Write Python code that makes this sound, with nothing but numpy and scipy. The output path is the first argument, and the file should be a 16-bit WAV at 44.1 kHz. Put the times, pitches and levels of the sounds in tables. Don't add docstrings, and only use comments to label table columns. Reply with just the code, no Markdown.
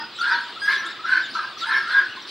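import sys
import numpy as np
from scipy import signal
from scipy.fft import rfft, irfft, next_fast_len
from scipy.io import wavfile
from scipy.ndimage import uniform_filter1d, map_coordinates

SR = 44100
rng = np.random.default_rng(int(sys.argv[2]) if len(sys.argv) > 2 else 0)


def bounce(signal):
    frames = np.transpose(np.atleast_2d(signal))
    limited = np.clip(frames, -1, 1)
    pcm = np.round(limited * 32767).astype(np.int16)
    wavfile.write(sys.argv[1], SR, pcm)


N = 101429
FLUTTER_HZ, TRILL_HZ = 153.8, 300


def amp(db):
    return 10 ** (np.asarray(db) / 20)


def unit(x):
    return x / np.sqrt(np.mean(x ** 2) + 1e-20)


def along(points, hz):
    f, v = np.transpose(points)
    return np.interp(np.log(hz + 1), np.log(f + 1), v)


def clock():
    return np.arange(N) / SR


def phase_of(hz):
    return 2 * np.pi * np.cumsum(hz) / SR


def wobble(hz, size):
    return map_coordinates(rng.standard_normal(2048), [np.arange(size) * hz / SR], mode="mirror")


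def filtered(x, response):
    m = next_fast_len(N + SR // 4)
    return irfft(rfft(x, m) * response(np.fft.rfftfreq(m, 1 / SR)), m)[..., :N]


def noise(spectrum, patchy_db=3.2):
    # f/Hz, side over mid/dB
    width = [(100, -33.5), (700, -17), (1500, -17), (4000, -8.5), (9000, -3.5)]
    bins = signal.stft(rng.standard_normal((2, N)), nperseg=512)[2]
    patches = uniform_filter1d(rng.standard_normal(bins.shape[1:]), size=3, axis=0)
    patches = unit(uniform_filter1d(patches, size=7, axis=1))
    mid, side = signal.istft(bins * amp(patchy_db * patches), nperseg=512)[1][:, :N]
    mid = filtered(mid, lambda hz: amp(along(spectrum, hz)))
    side = filtered(side, lambda hz: amp(along(spectrum, hz) + along(width, hz)))
    return unit(np.array([mid + side, mid - side]))


def add(out, start_s, x):
    i = round(start_s * SR)
    x = x[max(-i, 0):max(N - i, 0)]
    out[max(i, 0):][:len(x)] += x


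def wheezes(jitter=.005, shimmer_db=2.2):
    # t/s, length/s, fundamental/Hz, level/dB, 5th re 3rd harmonic/dB, pitch arch/ratio
    notes = [(-0.015, 0.06, 1681, -39.5, -49, .22), (.036, 0.025, 1635, -44, -40, 0.13),
             (0.594, 0.091, 1643, -37, -18, 0.0516), (1.649, 0.059, 1630, -44, -12, 0.051)]
    out = np.zeros(N)
    for start_s, length_s, hz, db, upper_db, arch in notes:
        n = int(length_s * SR)
        progress = np.linspace(0, 1, n)
        bend = 1 - arch * (progress - .62) ** 2
        swell = np.abs(np.sin(np.pi * progress ** 1.3)) ** .8
        phase = phase_of(hz * (bend + jitter * wobble(282, n)))
        partials = [(2, -9), (3, 0), (5, upper_db), (6, upper_db - 7), (8, upper_db - 21)]
        tone = sum(amp(db + rel_db + shimmer_db * wobble(FLUTTER_HZ, n)) * np.sin(k * phase)
                   for k, rel_db in partials)
        add(out, start_s, 2 * swell * tone)
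    return out


def squeals(jitter=.045, swell_db=6, shimmer_db=6, edge_s=.0048):
    # t/s, length/s, first f/Hz, last f/Hz, level/dB, 3rd harmonic/dB, roughness/0-1
    notes = [(-0.01, 0.05, 931, 902, -37.5, -12, 0.42), (-0.01, 0.05, 1128, 1215, -43, -27, 0.53),
             (-0.01, 0.037, 1850, 1815, -38, -18, 0.22), (-0.01, 0.06, 1480, 1463, -41, -35, 0.75),
             (0.185, 0.036, 1402, 1318, -27, -45, .5), (0.21, 0.054, 1400, 1425, -21, -35, 0.08),
             (0.232, 0.068, 1569, 1640, -29, -30, 0.25), (0.522, 0.011, 1204, 1190, -35.5, -25, 0.65),
             (0.561, .02, 1252, 1325, -33, -15, 0.38), (0.302, 0.038, 1480, 1541, -24.5, -42, 0.06),
             (0.312, 0.055, 936, 952, -28.5, -40, 0.2), (0.365, .112, 957, 957, -39, -32, 0),
             (0.615, 0.053, 1624, 1646, -27, -38, 0), (.648, 0.074, 1910, 2180, -38, -42, 0.25),
             (0.659, 0.118, 1640, 1672, -28.5, -43, 0), (0.676, 0.018, 1649, 1670, -16, -51, 0),
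             (0.991, 0.023, 1277, 1286, -32.5, -36, 0.08), (1.036, 0.026, 1363, 1380, -27, -41, 0.34),
             (1.0895, 0.01, 1440, 1500, -17.5, -38, 0), (1.118, 0.025, 1533, 1532, -13.5, -43, 0),
             (1.144, 0.012, 1510, 1580, -17.5, -41, 0.07), (1.154, 0.0059, 1554, 1510, -10, -44, 0),
             (1.175, 0.0059, 1540, 1570, -16, -38, 0.3), (1.349, 0.032, 1293, 1349, -27, -27, 0.48),
             (1.35, 0.029, 1012, 992, -32, -28, 0.2), (1.516, 0.018, 1187, 1280, -38.5, -28, 0.54),
             (1.566, 0.013, 1220, 1260, -34.5, -25, 0.4), (1.612, 0.039, 1297, 1429, -28.5, -18, 0.4),
             (1.662, 0.041, 905, 917, -37, -27, 0.13), (1.871, 0.027, 1447, 1318, -29.5, -18, 0.13),
             (1.706, 0.093, 1605, 1640, -28.5, -42, 0.18), (1.745, 0.036, 2050, 2205, -34.5, -42, .2),
             (1.928, 0.071, 1622, 1624, -21, -46, 0.05), (1.981, 0.0057, 1560, 1560, -24, -39, 0.2),
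             (2.166, 0.021, 1027, 1046, -36.5, -25, 0)]
    out = np.zeros(N)
    for start_s, length_s, first_hz, last_hz, db, third_db, rough in notes:
        n = int(length_s * SR)
        t = np.arange(n) / SR
        phase = phase_of(np.linspace(first_hz, last_hz, n) * (1 + jitter * rough * wobble(286, n)))
        partials = [(1, 0), (2, -26.5), (3, third_db), (5, third_db - 28)]
        tone = sum(amp(rel_db) * np.sin(k * phase) for k, rel_db in partials)
        gate = np.sin(np.pi / 2 * np.clip(np.minimum(t, t[::-1]) / edge_s, 0, 1)) ** 2
        level_db = db + swell_db * np.linspace(-.5, .5, n) + shimmer_db * rough * wobble(FLUTTER_HZ, n)
        add(out, start_s, np.sqrt(2) * tone * gate * amp(level_db))
    return out


def rumble(level_db=-40.5):
    # f/Hz, relative level/dB
    spectrum = [(25, -25), (50, -22), (85, -8.5), (130, 0), (160, -5), (220, 4), (270, 1), (340, 5),
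                (480, -1.5), (750, 0), (1300, 6), (2200, 0), (3600, 3.5), (4700, -0.5), (6200, -19),
                (10000, -29.5), (15500, -39)]
    return amp(level_db) * noise(spectrum, patchy_db=2)


def chirp(length_s, contour_hz, waver=.022, trill_db=3.2):
    n = int(length_s * SR)
    progress = np.linspace(0, 1, n)
    arch_hz = np.polyval(np.polyfit([0, .5, 1], contour_hz, 2), progress)
    hz = arch_hz * (1 + waver * wobble(TRILL_HZ, n))
    phase = phase_of(hz)
    tone = np.sin(phase) + amp(-21) * (hz < 6000) * np.sin(2 * phase)
    swell = np.abs(np.sin(np.pi * progress)) ** .5
    return unit(tone * swell * amp(trill_db * wobble(TRILL_HZ, n)))


def flock(per_s=90, centre_hz=3703, base_db=-51.5, spread=.21, sweep=.1684, length_s=.035):
    # t/s, gain/dB
    bustle = [(.1, -11), (.17, 4), (.92, -6), (1.01, -6), (1.1, -3), (1.95, -0.5), (2.2, -3)]
    out = np.zeros(N)
    draws = rng.uniform(-1, 1, (int(per_s * N / SR), 5))
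    for k, (offset, first, pitch, last, size) in enumerate(draws):
        contour_hz = centre_hz * np.exp(spread * pitch + sweep * np.array([first - .5, 0, last - .5]))
        add(out, (k + offset) / per_s, amp(base_db + 5.9 * size) * chirp(length_s, contour_hz))
    return out * amp(np.interp(clock(), *np.transpose(bustle)))


def small_birds(second_voice_db=-10):
    # t/s, length/s, first f/Hz, middle f/Hz, last f/Hz, level/dB
    chirps = [(0.148, .042, 3236, 3890, 3160, -39), (0.176, 0.042, 5270, 5940, 7500, -48.5),
              (0.205, .03, 3890, 4630, 3425, -34.5), (0.229, 0.033, 3970, 4320, 3400, -46),
              (0.267, .035, 3430, 4280, 4140, -39), (0.387, .03, 6060, 6640, 7300, -65),
              (0.404, 0.018, 8900, 8600, 7900, -65), (0.432, 0.023, 7360, 7130, 6440, -58.5),
              (0.402, 0.043, 3950, 4910, 5300, -49.5), (0.424, 0.035, 4020, 3560, 3180, -48.5),
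              (0.512, 0.05, 3240, 3960, 4140, -48), (.555, 0.028, 3960, 3500, 3670, -48.5),
              (0.628, .065, 6680, 5760, 3830, -51.5), (0.721, .045, 4230, 3760, 3090, -36),
              (0.771, 0.05, 5660, 5920, 5300, -48), (0.844, .04, 3180, 3400, 4270, -40),
              (0.851, 0.018, 6260, 7300, 10700, -50.5), (0.89, 0.054, 7800, 7150, 6300, -63),
              (0.87, 0.068, 3454, 3870, 3350, -43), (1.083, 0.021, 6260, 7600, 8700, -59),
              (1.084, .022, 3300, 4210, 5350, -54), (1.099, 0.05, 4420, 4020, 3860, -41.5),
              (1.222, 0.052, 3870, 3647, 3110, -39), (1.253, 0.019, 6800, 6800, 6760, -55.5),
              (1.293, .03, 4290, 4760, 5360, -42), (1.573, 0.022, 5640, 6000, 6120, -51),
              (1.601, 0.045, 3790, 3750, 2970, -34.5), (1.74, .045, 5150, 5380, 5340, -43),
              (1.768, 0.038, 4600, 4340, 4250, -43), (1.818, .03, 4380, 4870, 4930, -46.5),
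              (1.87, .02, 6150, 8140, 9200, -60), (1.914, .035, 4040, 4166, 3180, -37.5),
              (2.088, 0.061, 2707, 2990, 2630, -44), (2.22, .014, 5860, 5660, 5130, -50),
              (2.269, .04, 3780, 4630, 4280, -43.5)]
    out = np.zeros(N)
    for start_s, length_s, *contour_hz, db in chirps:
        add(out, start_s, amp(db) * chirp(length_s, contour_hz))
        lag_s = rng.uniform(0, length_s / 2)
        detuned_hz = rng.uniform(.8, 1.05, 3) * contour_hz
        add(out, start_s + lag_s, amp(db + second_voice_db) * chirp(length_s, detuned_hz))
    return out


def wall_echo(x, side_db=-11.5):
    # f/Hz, T60/s
    decay = [(200, 0.17), (1500, 0.32), (4000, 0.37), (12000, 0.14)]
    hz, t, bins = signal.stft(rng.standard_normal((2, SR // 2)), SR, nperseg=256)
    tail = signal.istft(bins * amp(-60 * t / along(decay, hz)[:, None]), SR, nperseg=256)[1]
    mid, side = signal.fftconvolve(x[None], tail / np.linalg.norm(tail[0]), axes=1)[:, :N]
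    side *= amp(side_db)
    return np.array([mid + side, mid - side])


def resonance(puffs, hz, width_hz, tuning):
    air = puffs * rng.standard_normal(len(puffs))
    b, a = signal.iirpeak(hz, hz / width_hz, SR)
    ring = signal.lfilter(b, a, signal.lfilter(b, a, air))
    power = uniform_filter1d(uniform_filter1d(ring ** 2, size=900), size=500)
    steady = ring / np.sqrt(np.abs(power) + 1e-12)
    return map_coordinates(steady, [np.cumsum(tuning)], mode="mirror")


def buzz(ring):
    # harmonic number, relative level/dB
    overtones = [(3, -31.5), (6, -43.5), (8, -48.5)]
    analytic = signal.hilbert(ring)
    return sum(amp(db) * np.abs(analytic) * np.cos(k * np.angle(analytic)) for k, db in overtones)


def rasps(fade_db_per_s=900, onset_sag=.05, tighten_s=.025, flutter_db=-.5, twin_db=-.5):
    # t/s, main level/dB, middle level/dB, low level/dB
    calls = [
        [(0.235, -29.5, -36.5, -50), (0.255, -26, -41.5, -38.5), (0.291, -24, -28.5, -32.5),
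         (0.319, -18.5, -22, -27.5), (0.339, -19, -27.5, -32.5), (0.479, -42.5, -44, -55), (0.5, -36, -44, -53)],
        [(0.675, -34, -27, -47), (0.699, -20, -26.5, -28), (0.787, -26.5, -38.5, -40.5),
         (0.867, -34.5, -28, -38.5), (0.921, -33, -44, -59), (0.939, -52, -41, -78), (0.97, -38, -55, -69)],
        [(1.062, -27, -27, -43), (1.144, -20.5, -44, -30.5), (1.174, -18, -26, -32.5), (1.228, -28.5, -44, -55),
         (1.27, -39, -49, -65), (1.3, -36, -64, -59), (1.32, -52, -52, -67)],
        [(1.356, -32, -34, -51), (1.396, -24.5, -20, -31), (1.408, -29.5, -27, -44), (1.448, -27.5, -28.5, -30),
         (1.466, -42, -57, -43), (1.486, -36, -30, -48), (1.51, -49, -45, -64)],
        [(1.66, -29, -31, -47), (1.682, -25.5, -45.5, -35), (1.718, -20, -16.5, -28), (1.746, -17, -42, -29.5),
         (1.786, -23, -27.5, -31.5), (1.826, -28.5, -28, -47), (1.88, -32.5, -30, -57)],
        [(1.9, -22.5, -31, -42.5), (1.954, -19.5, -35, -32), (1.998, -18, -30, -27.5), (2.106, -37.5, -57, -72),
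         (2.152, -41.5, -75, -56), (2.174, -35, -65, -46), (2.24, -73, -79, -63)],
    ]
    # main, twin, middle, low, overtone f/Hz; overtone level/dB, airflow level/dB
    throats = [(1513, 1640, 1327, 1010, 1884, -8.5, -32.5), (1648, 1735, 1354, 1051, 2080, -9, -34),
               (1539, 1675, 1390, 1045, 2035, -12.5, -33), (1582, 1615, 1316, 1004, 1400, -33, -37),
               (1610, 1750, 1363, 1047, 2170, -12.5, -32), (1501, 1658, 1310, 1040, 1960, -12.5, -35.5)]
    widths_hz = (80, 115, 140, 105, 200)
    trims_db = (-3.5, -4, -3)
    voice, airflow = np.zeros(N), np.zeros(N)
    for rows, (*centres_hz, over_db, air_db) in zip(calls, throats):
        knots_s, *levels_db = np.transpose(rows)
        t = np.arange(knots_s[0] - .05, knots_s[-1] + .05, 1 / SR)
        fade_db = fade_db_per_s * np.abs(t - np.clip(t, knots_s[0], knots_s[-1]))
        main_gain, middle_gain, low_gain = [amp(np.interp(t, knots_s, db) + trim_db - fade_db)
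                                            for db, trim_db in zip(levels_db, trims_db)]
        puffs = unit(amp(flutter_db * wobble(FLUTTER_HZ, len(t))))
        tuning = 1 - onset_sag * np.exp(-np.maximum(t - knots_s[0], 0) / tighten_s)
        main, twin, middle, low, over = [resonance(puffs, hz, width_hz, tuning)
                                         for hz, width_hz in zip(centres_hz, widths_hz)]
        upper = unit(main + buzz(main) + amp(twin_db) * twin + amp(over_db) * over)
        throat = main_gain * upper + middle_gain * middle
        add(voice, t[0], throat * unit(puffs ** .2) + low_gain * low)
        add(airflow, t[0], amp(air_db) * (main_gain / main_gain.max()) ** .74 * unit(puffs ** .5))
    return voice, airflow


def hiss(airflow, gain_db=-3.5):
    # f/Hz, relative level/dB
    spectrum = [(200, -21), (500, -8.5), (750, -10), (1100, -14), (2400, 12), (2800, 6), (4200, -7),
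                (5100, 1), (6200, -9.5), (7800, -34.5), (10000, -15), (12500, -35.5), (15500, -41.5)]
    return amp(gain_db) * airflow * noise(spectrum)


def whistles(airflow, gain_db=-2, wander=.07, wander_hz=38, jitter=.008, flicker_db=9):
    # f/Hz, relative level/dB
    tones = [(3150, -2), (3600, 3), (4000, 4.5), (4500, 2), (5050, -3)]
    out = np.zeros(N)
    for hz, db in tones:
        pitch_hz = hz * (1 + wander * wobble(wander_hz, N) + jitter * wobble(TRILL_HZ, N))
        out += amp(db + flicker_db * np.tanh(wobble(wander_hz, N))) * np.sin(phase_of(pitch_hz))
    return amp(gain_db) * airflow * unit(out)


def grunts(jitter=.015):
    # t/s, length/s, f/Hz, level/dB
    notes = [(0.297, 0.076, 343, -53), (0.682, 0.042, 387, -52.5), (0.756, 0.04, 383.4, -49),
             (0.833, 0.052, 338, -52), (1.123, 0.12, 333.7, -53.5), (1.715, 0.14, 371, -52),
             (1.928, 0.19, 358, -54)]
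    out = np.zeros(N)
    for start_s, length_s, hz, db in notes:
        n = int(length_s * SR)
        phase = phase_of(hz * (1 + jitter * wobble(73, n)))
        swell = np.sin(np.linspace(0, np.pi, n))
        add(out, start_s, 2 * amp(db) * swell * np.sin(phase))
    return out


def screeches(rasp_db=3):
    # peak t/s, half length/s, level/dB
    bursts = [(0.692, 0.05, -56), (1.748, .045, -65.5)]
    # f/Hz, relative level/dB
    spectrum = [(3000, -70), (8500, -25), (10300, 4), (11200, -13), (12100, -1), (13200, -18), (15500, -35)]
    t = clock()
    swell = sum(amp(db) * np.exp(-((t - peak_s) / half_s) ** 2) for peak_s, half_s, db in bursts)
    return swell * amp(rasp_db * wobble(FLUTTER_HZ, N)) * noise(spectrum)


def wings():
    # peak t/s, rise/s, fall/s, level/dB
    strokes = [(.73, .035, 0.043, -32.5), (1.11, .04, 0.091, -71), (1.351, 0.017, 0.041, -35.5),
               (1.597, 0.016, 0.072, -36.5), (1.76, 0.037, 0.05, -57), (1.92, 0.047, 0.074, -42),
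               (2.3, 0.027, .04, -36.5)]
    # f/Hz, relative level/dB
    feathers = [(100, -23), (330, 1), (600, -16), (2000, 6.5), (4500, 15.5), (6500, -2.5), (8500, -18),
                (11000, -13), (15500, -38)]
    t = clock()
    swell = sum(amp(db) * np.exp(-((t - peak_s) / np.where(t < peak_s, rise_s, fall_s)) ** 2)
                for peak_s, rise_s, fall_s, db in strokes)
    return swell * amp(wobble(270, N)) * noise(feathers)


def scene(vulture_echo_db=-8.5, bird_echo_db=-5, pan_db=.26):
    voice, airflow = rasps()
    breath = hiss(airflow)
    vultures = voice + whistles(airflow) + squeals() + wheezes() + grunts()
    birds = flock() + small_birds()
    direct = vultures + birds + breath + screeches() + wings()
    echo = wall_echo(amp(vulture_echo_db) * vultures + amp(bird_echo_db) * birds)
    return (direct + echo) * amp([[pan_db], [-pan_db]]) + rumble()


def record(dry, whine_hz=15706, whine_db=-77, cutoff_hz=15800):
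    whine = np.sqrt(2) * amp(whine_db) * np.sin(2 * np.pi * whine_hz * clock())
    return filtered(dry + whine, lambda hz: hz < cutoff_hz)


dry = scene()
out = record(dry)
bounce(out)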